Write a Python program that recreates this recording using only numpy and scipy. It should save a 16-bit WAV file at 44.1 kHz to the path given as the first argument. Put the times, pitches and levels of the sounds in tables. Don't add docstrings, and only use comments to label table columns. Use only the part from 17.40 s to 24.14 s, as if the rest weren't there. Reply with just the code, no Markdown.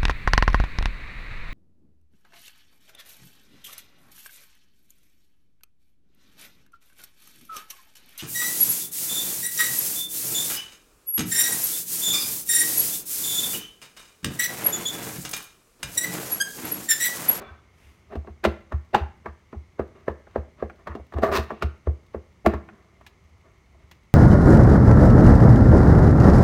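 import sys
import numpy as np
from scipy import signal
from scipy.fft import rfft, irfft
from scipy.io import wavfile

SR = 44100
rng = np.random.default_rng(int(sys.argv[2]) if len(sys.argv) > 2 else 0)


def file_out(sig):
    cols = np.atleast_2d(sig).T
    lim = np.clip(cols, -1, 1)
    pcm = np.round(lim * 32767).astype(np.int16)
    wavfile.write(sys.argv[1], SR, pcm)


N = 297234
TIME = np.arange(N) / SR
BLOW_TIME = np.arange(-SR // 100, SR // 6) / SR
RUB_TIME = np.arange(-SR // 7, SR // 2) / SR

# frequency_hz, level_db
AIR_SPECTRUM = [(15, -57.5), (25, -8), (76, 5), (141, -7.5), (175, -7), (270, -15), (384, -12.5),
                (439, -17.5), (677, -20.5), (1260, -20), (1610, -28.5), (2160, -17), (2480, -29),
                (6210, -35.5), (16000, -51)]
# centre_hz, width_hz, level_db
HISS_BANDS = [(2120, 380, -78), (2950, 500, -84), (6200, 1000, -83)]
# frequency_hz, level_db
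CRUNCH_SPECTRUM = [(700, -53), (1800, -4), (2700, 6.5), (3150, -1), (3800, 2), (6000, -6), (8000, -12.5),
                   (10500, -17), (13000, -8.5), (16000, -14)]
# frequency_hz, level_db
BODY_SPECTRUM = [(60, -14), (150, -20), (215, -6), (290, -13), (400, 5.5), (510, -12.5), (660, 1.5),
                 (850, -4), (1200, -33), (2500, -54.5)]
# pitch_ratio, level_db
CLACK_SPECTRUM = [(.26, -8.5), (.55, -9.5), (0.751, -3.5), (1., 0.5), (1.35, -9.5), (1.601, -8), (2.1, -22),
                  (3., -41), (7., -55)]
# frequency_hz, level_db
CLICK_SPECTRUM = [(700, -31.5), (1800, -10.5), (2700, 3.5), (3150, -1), (3800, -3), (5500, -8.5),
                  (8000, -12), (10500, -17), (13000, -11), (16000, -16)]
# frequency_hz, level_db
SWISH_SPECTRUM = [(300, 6), (900, 1), (1500, 1), (2600, 6), (4200, -7), (6000, -5), (7800, -10), (9500, -9),
                  (12000, -10), (15000, -18)]
# pitch_hz, level_db, t60_s
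BOX_MODES = [(208.7, -1, 0.12), (265, -11, 0.034), (333.8, 5.5, 0.052), (388, -10.5, 0.1),
             (696.4, -8.5, 0.11)]
# pitch_hz, level_db, t60_s
WALL_MODES = [(232, -10, 0.15), (220, -13, 0.27), (337.9, 5.5, .24), (388, -4.5, 0.21), (414, -5, 0.029),
              (463, -15, 0.38), (611, -6.5, 0.29), (652.6, 6, 0.09), (706.6, -6, 0.18), (851, -7.5, 0.38),
              (1034, -2, 0.092), (1150, 2.5, 0.12), (1300, -18.5, 0.31), (1370, -26, 0.18),
              (1630, -13.5, .15), (1810, 5, .16), (2260, -23.5, .2), (2636, -4.5, 0.14), (2790, 3.5, 0.069),
              (3730, -8, .2), (3520, -4, .18), (3907, 3.5, .22), (4320, -7.5, 0.21), (5026, -11, 0.11),
              (6150, 6, .14)]
# frequency_hz, t60_s
ROOM_DECAY = [(100, 0.9), (300, 0.34), (800, 0.35), (2000, 0.43), (5000, 0.32), (14000, 0.27)]
# centre_hz, width_hz, level_db
OPENING_RING_BANDS = [(395, 8, -81.5), (755, 99, -54), (1306, 49, -52.5), (1541, 41, -54), (2330, 120, -58),
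                      (3460, 47, -62.5)]
# peak_s, rise_s, fall_s, body_db, wall_db, crunch_db
RUBS = [(0.012, 0.012, 0.033, -40, -41.5, -54), (0.075, 0.041, 0.082, -56, -50, -61.5),
        (0.738, .027, 0.018, -39.5, -44, -59), (2.56, .012, 0.07, -55.5, -55.5, -68.5),
        (2.916, 0.04, .06, -72, -62, -68.5), (3.208, .025, 0.024, -52.5, -49.5, -62.5),
        (3.398, .01, .035, -56.5, -57.5, -75), (3.52, .026, .025, -56.5, -42, -65.5),
        (3.772, .012, 0.034, -35.5, -40, -60.5), (4.1, 0.027, .11, -51, -53.5, -56.5),
        (5.115, 0.038, 0.042, -44.5, -39.5, -54.5), (5.331, .06, 0.23, -62, -61.5, -84),
        (6.072, 0.039, 0.041, -61, -59.5, -84), (6.421, 0.032, 0.055, -65, -66, -77)]
# start_s, clack_hz, clack_db, click_db
TAPS = [(0.017, 956, -48, -59.5), (0.846, 743, -51.5, -88), (1.039, 1498, -29, -38.5),
        (2.869, 940, -52, -83), (3.297, 1440, -45, -68), (3.597, 613, -45, -80), (3.722, 1147, -46, -65),
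        (4.104, 1143, -31, -59.5), (5.287, 1493, -46.5, -74), (5.61, 1120, -53.5, -71),
        (5.664, 1822, -52, -50.5), (6.345, 714, -62.5, -85), (6.512, 1850, -54, -53.5)]
# time_s, level_db
LEANS = [(0.122, -39.5), (0.471, -43.5), (5.928, -51), (6.368, -47), (6.45, -44.5)]
# start_s, thud_hz, thud_db, clack_db, click_db, push_delay_s, push_db
TAMPS = [(0.753, 330, -31, -45, -55.5, 0.032, -22.5), (0.872, 388, -43, -47.5, -71, 0.0445, -34),
         (1.071, 490, -31.5, -38.5, -62.5, 0.014, -30), (1.32, 586, -39, -34.5, -55.5, 0.033, -16.5),
         (1.8585, 514.3, -39.5, -33, -62, 0.041, -33), (2.128, 342.6, -38.5, -45.5, -73, 0.05, -27.5),
         (2.393, 421, -22, -33, -59, 0.02, -28.5), (2.679, 494, -22, -31, -56, .03, -29),
         (2.957, 508, -22, -32.5, -59.5, 0.038, -24.5), (3.223, 463, -24, -37.5, -69.5, 0.027, -30),
         (3.471, 601, -43.5, -33, -51.5, 0.042, -29.5), (3.55, 345.7, -33, -43, -55.5, 0.063, -35),
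         (3.7361, 446, -43.5, -42, -57, .0335, -19), (3.783, 382.4, -28.5, -39.5, -53.5, 0.0287, -36),
         (3.99, 449, -33, -37, -54, 0.0094, -20), (4.117, 384.3, -33.5, -43, -65, 0.017, -43),
         (4.4693, 443, -27, -40.5, -65, 0.021, -13), (4.7436, 478, -29.5, -41.5, -83, 0.029, -30.5),
         (5.135, 387.3, -28, -32.5, -53.5, 0.02, -21.5)]
# start_s, thud_hz, thud_db, clack_hz, clack_db,
# click_db, click_corner_hz, shudder_db, skid_db, push_delay_s, push_db
WALL_HITS = [(1.048, 568, -18.5, 1282, -21, -28.5, 2700, -20, -36.5, .036, -23.5),
             (1.5456, 860, -13.5, 1034, -17.5, -29.5, 2278, -27, -33.5, .082, -19.5),
             (3.832, 620, -16.5, 1042, -31, -45.5, 6100, -48.5, -48.5, 0.071, -31),
             (4.222, 489.4, -34, 1300, -26, -37.5, 3500, -31, -36, 0.035, -16),
             (5.061, 689, -13.5, 1386, -21, -36.5, 7200, -15, -41, .019, -17.5)]
# time_s, body_db, wall_db, crunch_db
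SCRAPE_ENVELOPE = [(3.818, -35, -49.5, -64.5), (3.826, -23, -32.5, -48), (3.834, -18.5, -22.5, -41.5),
                   (3.906, -25, -37.5, -59), (3.924, -21, -26.5, -39), (3.97, -30.5, -21.5, -26),
                   (3.992, -21.5, -30.5, -41.5), (4.016, -45, -42.5, -55), (4.05, -45, -50, -53.5)]


def amp(db):
    return 10 ** (np.asarray(db) / 20)


def unit_rms(x):
    return x / np.sqrt(np.mean(x ** 2) + 1e-20)


def read(points, hz):
    f, value = np.transpose(points)
    return np.interp(np.log(hz + 1), np.log(f + 1), value)


def add(mix, start_s, sound):
    at = round(start_s * SR)
    sound = sound[max(-at, 0):]
    part = mix[max(at, 0):][:len(sound)]
    part += sound[:len(part)]


def convolve(x, response):
    return signal.oaconvolve(x, response)[:len(x)]


def colour(x, spectrum, size=4096):
    log_gain = np.log(amp(read(spectrum, abs(np.fft.fftfreq(size, 1 / SR)))))
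    response = np.fft.ifft(np.exp(np.conj(signal.hilbert(log_gain)))).real[:size // 2]
    return convolve(x, response / np.linalg.norm(response))


def soften(x, corner_hz):
    pole = np.exp(-2 * np.pi * corner_hz / SR)
    for _ in range(2):
        x = unit_rms(signal.lfilter([1], [1, -pole], x))
    return x


def swell(t, rise_s, fall_s):
    shape = np.exp(-np.logaddexp(-t / rise_s, t / fall_s))
    return shape / shape.max()


def grains(count, per_s, spread_db):
    chance, size, sign = rng.random(count), rng.exponential(1, count), rng.choice([-1., 1.], count)
    return unit_rms((chance < per_s / SR) * sign * amp(spread_db * np.minimum(size, 4)))


def ringing(modes, t):
    partials = (amp(db - 60 * abs(t) / t60) * np.cos(2 * np.pi * hz * t) for hz, db, t60 in modes)
    return unit_rms((t >= 0) * sum(partials))


def noise_bands(bands):
    hz, white = np.fft.rfftfreq(N, 1 / SR), rfft(rng.standard_normal(N))
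    return sum(amp(db) * unit_rms(irfft(white / (1 + (2 * (hz - centre) / width) ** 2), N))
               for centre, width, db in bands)


def air(rumble_db=-56.5):
    hz, white = np.fft.rfftfreq(N, 1 / SR), rfft(rng.standard_normal(N))
    rumble = unit_rms(irfft(white * amp(read(AIR_SPECTRUM, hz)), N))
    return amp(rumble_db) * rumble + noise_bands(HISS_BANDS)


def opening_ring(time_s=.043):
    return noise_bands(OPENING_RING_BANDS) * swell(TIME - time_s, rise_s=.037, fall_s=.056)


def crumbs(per_s=14, level_db=-84, settle_s=.0038):
    one_roll = swell(TIME[:SR // 20] - .004, .001, settle_s)
    envelope = convolve(abs(grains(N, per_s, spread_db=2)), one_roll)
    return amp(level_db) * unit_rms(colour(envelope * rng.standard_normal(N), CRUNCH_SPECTRUM))


def wall_response(force, pitch_hz):
    return colour(force, np.array(CLACK_SPECTRUM) * [pitch_hz, 1])


def friction(body_gain, wall_gain, crunch_gain, corner_hz):
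    slips = grains(len(body_gain), per_s=4000, spread_db=1)
    snaps = grains(len(body_gain), per_s=6000, spread_db=2.8)
    shake = colour(slips * body_gain, BODY_SPECTRUM) + wall_response(slips * wall_gain, pitch_hz=1150)
    return shake + crunch_gain * soften(colour(snaps, CRUNCH_SPECTRUM), corner_hz)


def stroke(rise_s, fall_s, body_db, wall_db, crunch_db, corner_hz):
    shape = np.exp(-np.maximum(-RUB_TIME / rise_s, 0) ** 2 - np.maximum(RUB_TIME / fall_s, 0))
    return friction(amp(body_db) * shape, amp(wall_db) * shape, amp(crunch_db) * shape, corner_hz)


def rubs(gain_db=-1):
    out = np.zeros(N)
    for peak_s, rise_s, fall_s, *levels_db in RUBS:
        rub = stroke(rise_s, fall_s, *np.add(levels_db, gain_db), corner_hz=2300)
        add(out, peak_s + RUB_TIME[0], rub)
    return out


def burst(lag_s, rise_s, fall_s, strike):
    t = BLOW_TIME
    flurry = unit_rms(grains(len(t), per_s=9000, spread_db=3.5) * swell(t - lag_s, rise_s, fall_s))
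    impulse = unit_rms(signal.unit_impulse(len(t), np.searchsorted(t, lag_s)))
    return unit_rms(flurry + strike * impulse)


def blow(thud_hz, decay_s, thud_db, clack_hz, clack_db, click_db, corner_hz, shudder_db):
    t = BLOW_TIME - .004166
    thud = unit_rms(swell(t, .00042, decay_s) * -np.cos(2 * np.pi * thud_hz * t))
    onset = 1 - np.exp(-(np.maximum(t, 0) / .003) ** 2)
    flex = unit_rms(ringing(BOX_MODES, t) * onset)
    rattle = unit_rms(colour(burst(.011, .00081, .01, strike=.051), BODY_SPECTRUM))
    shudder = unit_rms(flex + amp(-6) * rattle)
    clack = unit_rms(wall_response(burst(.002, .0019, .0064, strike=.71), clack_hz))
    click = soften(colour(burst(.0014, .0003, .007, strike=.4), CLICK_SPECTRUM), 2 * corner_hz)
    panel_buzz = soften(colour(burst(.005, .0016, .0099, strike=.08), CLICK_SPECTRUM), corner_hz=3500)
    low = amp(thud_db - 1) * thud + amp(shudder_db - .5) * shudder
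    high = amp(click_db - 1) * (click + amp(-8) * panel_buzz)
    scale = np.sqrt(.015 / (t[-1] - t[0]))
    return scale * (low + amp(clack_db) * clack + high)


def taps():
    out = np.zeros(N)
    for start_s, clack_hz, clack_db, click_db in TAPS:
        tap = blow(thud_hz=.53 * clack_hz, decay_s=.0032, thud_db=clack_db - 5, clack_hz=clack_hz,
                   clack_db=clack_db, click_db=click_db, corner_hz=6000, shudder_db=clack_db - 9)
        add(out, start_s + BLOW_TIME[0], tap)
    return out


def wall_ring(drive, ring_db=-13):
    ring = convolve(drive, ringing(WALL_MODES, TIME[:SR // 2]))
    return amp(ring_db) * np.std(drive) * unit_rms(ring)


def room(direct, wet_db=-15, gap_s=.0053):
    count = SR // 2
    reflections = grains(count, per_s=3000, spread_db=.73) * (TIME[:count] > gap_s)
    hz, t, spectra = signal.stft(reflections, SR, nperseg=256)
    decay = amp(-60 * t / read(ROOM_DECAY, hz)[:, None])
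    tail = signal.istft(spectra * decay, SR, nperseg=256)[1]
    return amp(wet_db) * convolve(direct, tail / np.linalg.norm(tail))


def table_boom(pitch_hz=73.2, upper_hz=123, upper_db=-19, rise_s=.0038, lead_s=.0088, t60_s=.18):
    out, t = np.zeros(N), np.arange(-SR // 12, SR // 2) / SR
    envelope = swell(t + lead_s, rise_s, t60_s / np.log(1000))
    pushes = [(start_s + delay_s, push_db) for start_s, *_, delay_s, push_db in TAMPS + WALL_HITS]
    for time_s, level_db in pushes + LEANS:
        lower = np.cos(2 * np.pi * pitch_hz * t)
        upper = amp(upper_db) * np.cos(2 * np.pi * (upper_hz * t + rng.random()))
        add(out, time_s + t[0], amp(level_db) * envelope * (lower + upper))
    return out


def swish(time_s=.43, level_db=-61):
    noise = colour(grains(N, per_s=6000, spread_db=2.2), SWISH_SPECTRUM)
    return amp(level_db) * swell(TIME - time_s, rise_s=.051, fall_s=.1) * noise


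def tamps(firm_db=-25, firm_decay_s=.0014, clack_hz=1094, corner_hz=3500):
    out = np.zeros(N)
    for start_s, thud_hz, thud_db, clack_db, click_db, _, _ in TAMPS:
        force_db = thud_db - firm_db
        decay_s = firm_decay_s * amp(-.23 * force_db)
        shudder_db = -33 + .42 * force_db
        crumble = stroke(.012, .012, clack_db - 16, clack_db - 18, crunch_db=-67, corner_hz=3000)
        pack = stroke(.012, .013, clack_db - 22, clack_db - 12, clack_db - 31, corner_hz=2227)
        impact = blow(thud_hz, decay_s, thud_db, clack_hz, clack_db, click_db, corner_hz, shudder_db)
        add(out, start_s + RUB_TIME[0], crumble)
        add(out, start_s + BLOW_TIME[0], impact)
        add(out, start_s + .026 + RUB_TIME[0], pack)
    return out


def wall_hits(decay_s=.002, hum_db=-27, hum_t60_s=.45):
    out, t = np.zeros(N), TIME[:SR // 2]
    for (start_s, thud_hz, thud_db, clack_hz, clack_db, click_db, corner_hz,
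         shudder_db, skid_db, push_delay_s, _) in WALL_HITS:
        skid_peak_s = .28 * push_delay_s
        graze = stroke(.007, .01, thud_db - 10, clack_db - 18, click_db - 15, corner_hz=2000)
        skid = stroke(skid_peak_s / 2, .32 * push_delay_s, skid_db + 3, skid_db, skid_db - 8,
                      corner_hz=2000)
        impact = blow(thud_hz, decay_s, thud_db, clack_hz, clack_db, click_db, corner_hz, shudder_db)
        hum = amp(clack_db + hum_db - 60 * t / hum_t60_s) * np.sin(2 * np.pi * thud_hz * t)
        add(out, start_s - .004 + RUB_TIME[0], graze)
        add(out, start_s + BLOW_TIME[0], impact)
        add(out, start_s + skid_peak_s + RUB_TIME[0], skid)
        add(out, start_s, hum)
    return out


def scrape(catches_per_s=300, catch_db=2):
    times_s, *levels_db = np.transpose(SCRAPE_ENVELOPE)
    catches = amp(catch_db * np.interp(TIME * catches_per_s, np.arange(N), rng.standard_normal(N)))
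    touching = (TIME > times_s[0]) & (TIME < times_s[-1])
    body, wall, crunch = (catches * touching * amp(np.interp(TIME, times_s, db)) for db in levels_db)
    return friction(amp(-5) * body, wall, amp(-.5) * crunch, corner_hz=17000)


def scene():
    contacts = tamps() + wall_hits() + taps() + rubs() + scrape() + crumbs()
    direct = contacts + wall_ring(contacts) + opening_ring() + swish()
    return (direct + room(direct) + table_boom() + air())[None]


def record(dry, low_cut_hz=36, ceiling=.9, band_limit_hz=15950):
    thin = signal.sosfiltfilt(signal.butter(2, low_cut_hz, "high", fs=SR, output="sos"), dry)
    rounded = thin / (1 + (thin / ceiling) ** 4) ** (1 / 4)
    low_pass = signal.firwin(511, band_limit_hz, window=("kaiser", 9), fs=SR)
    return signal.oaconvolve(rounded, low_pass[None], "same")


dry = scene()
out = record(dry)
file_out(out)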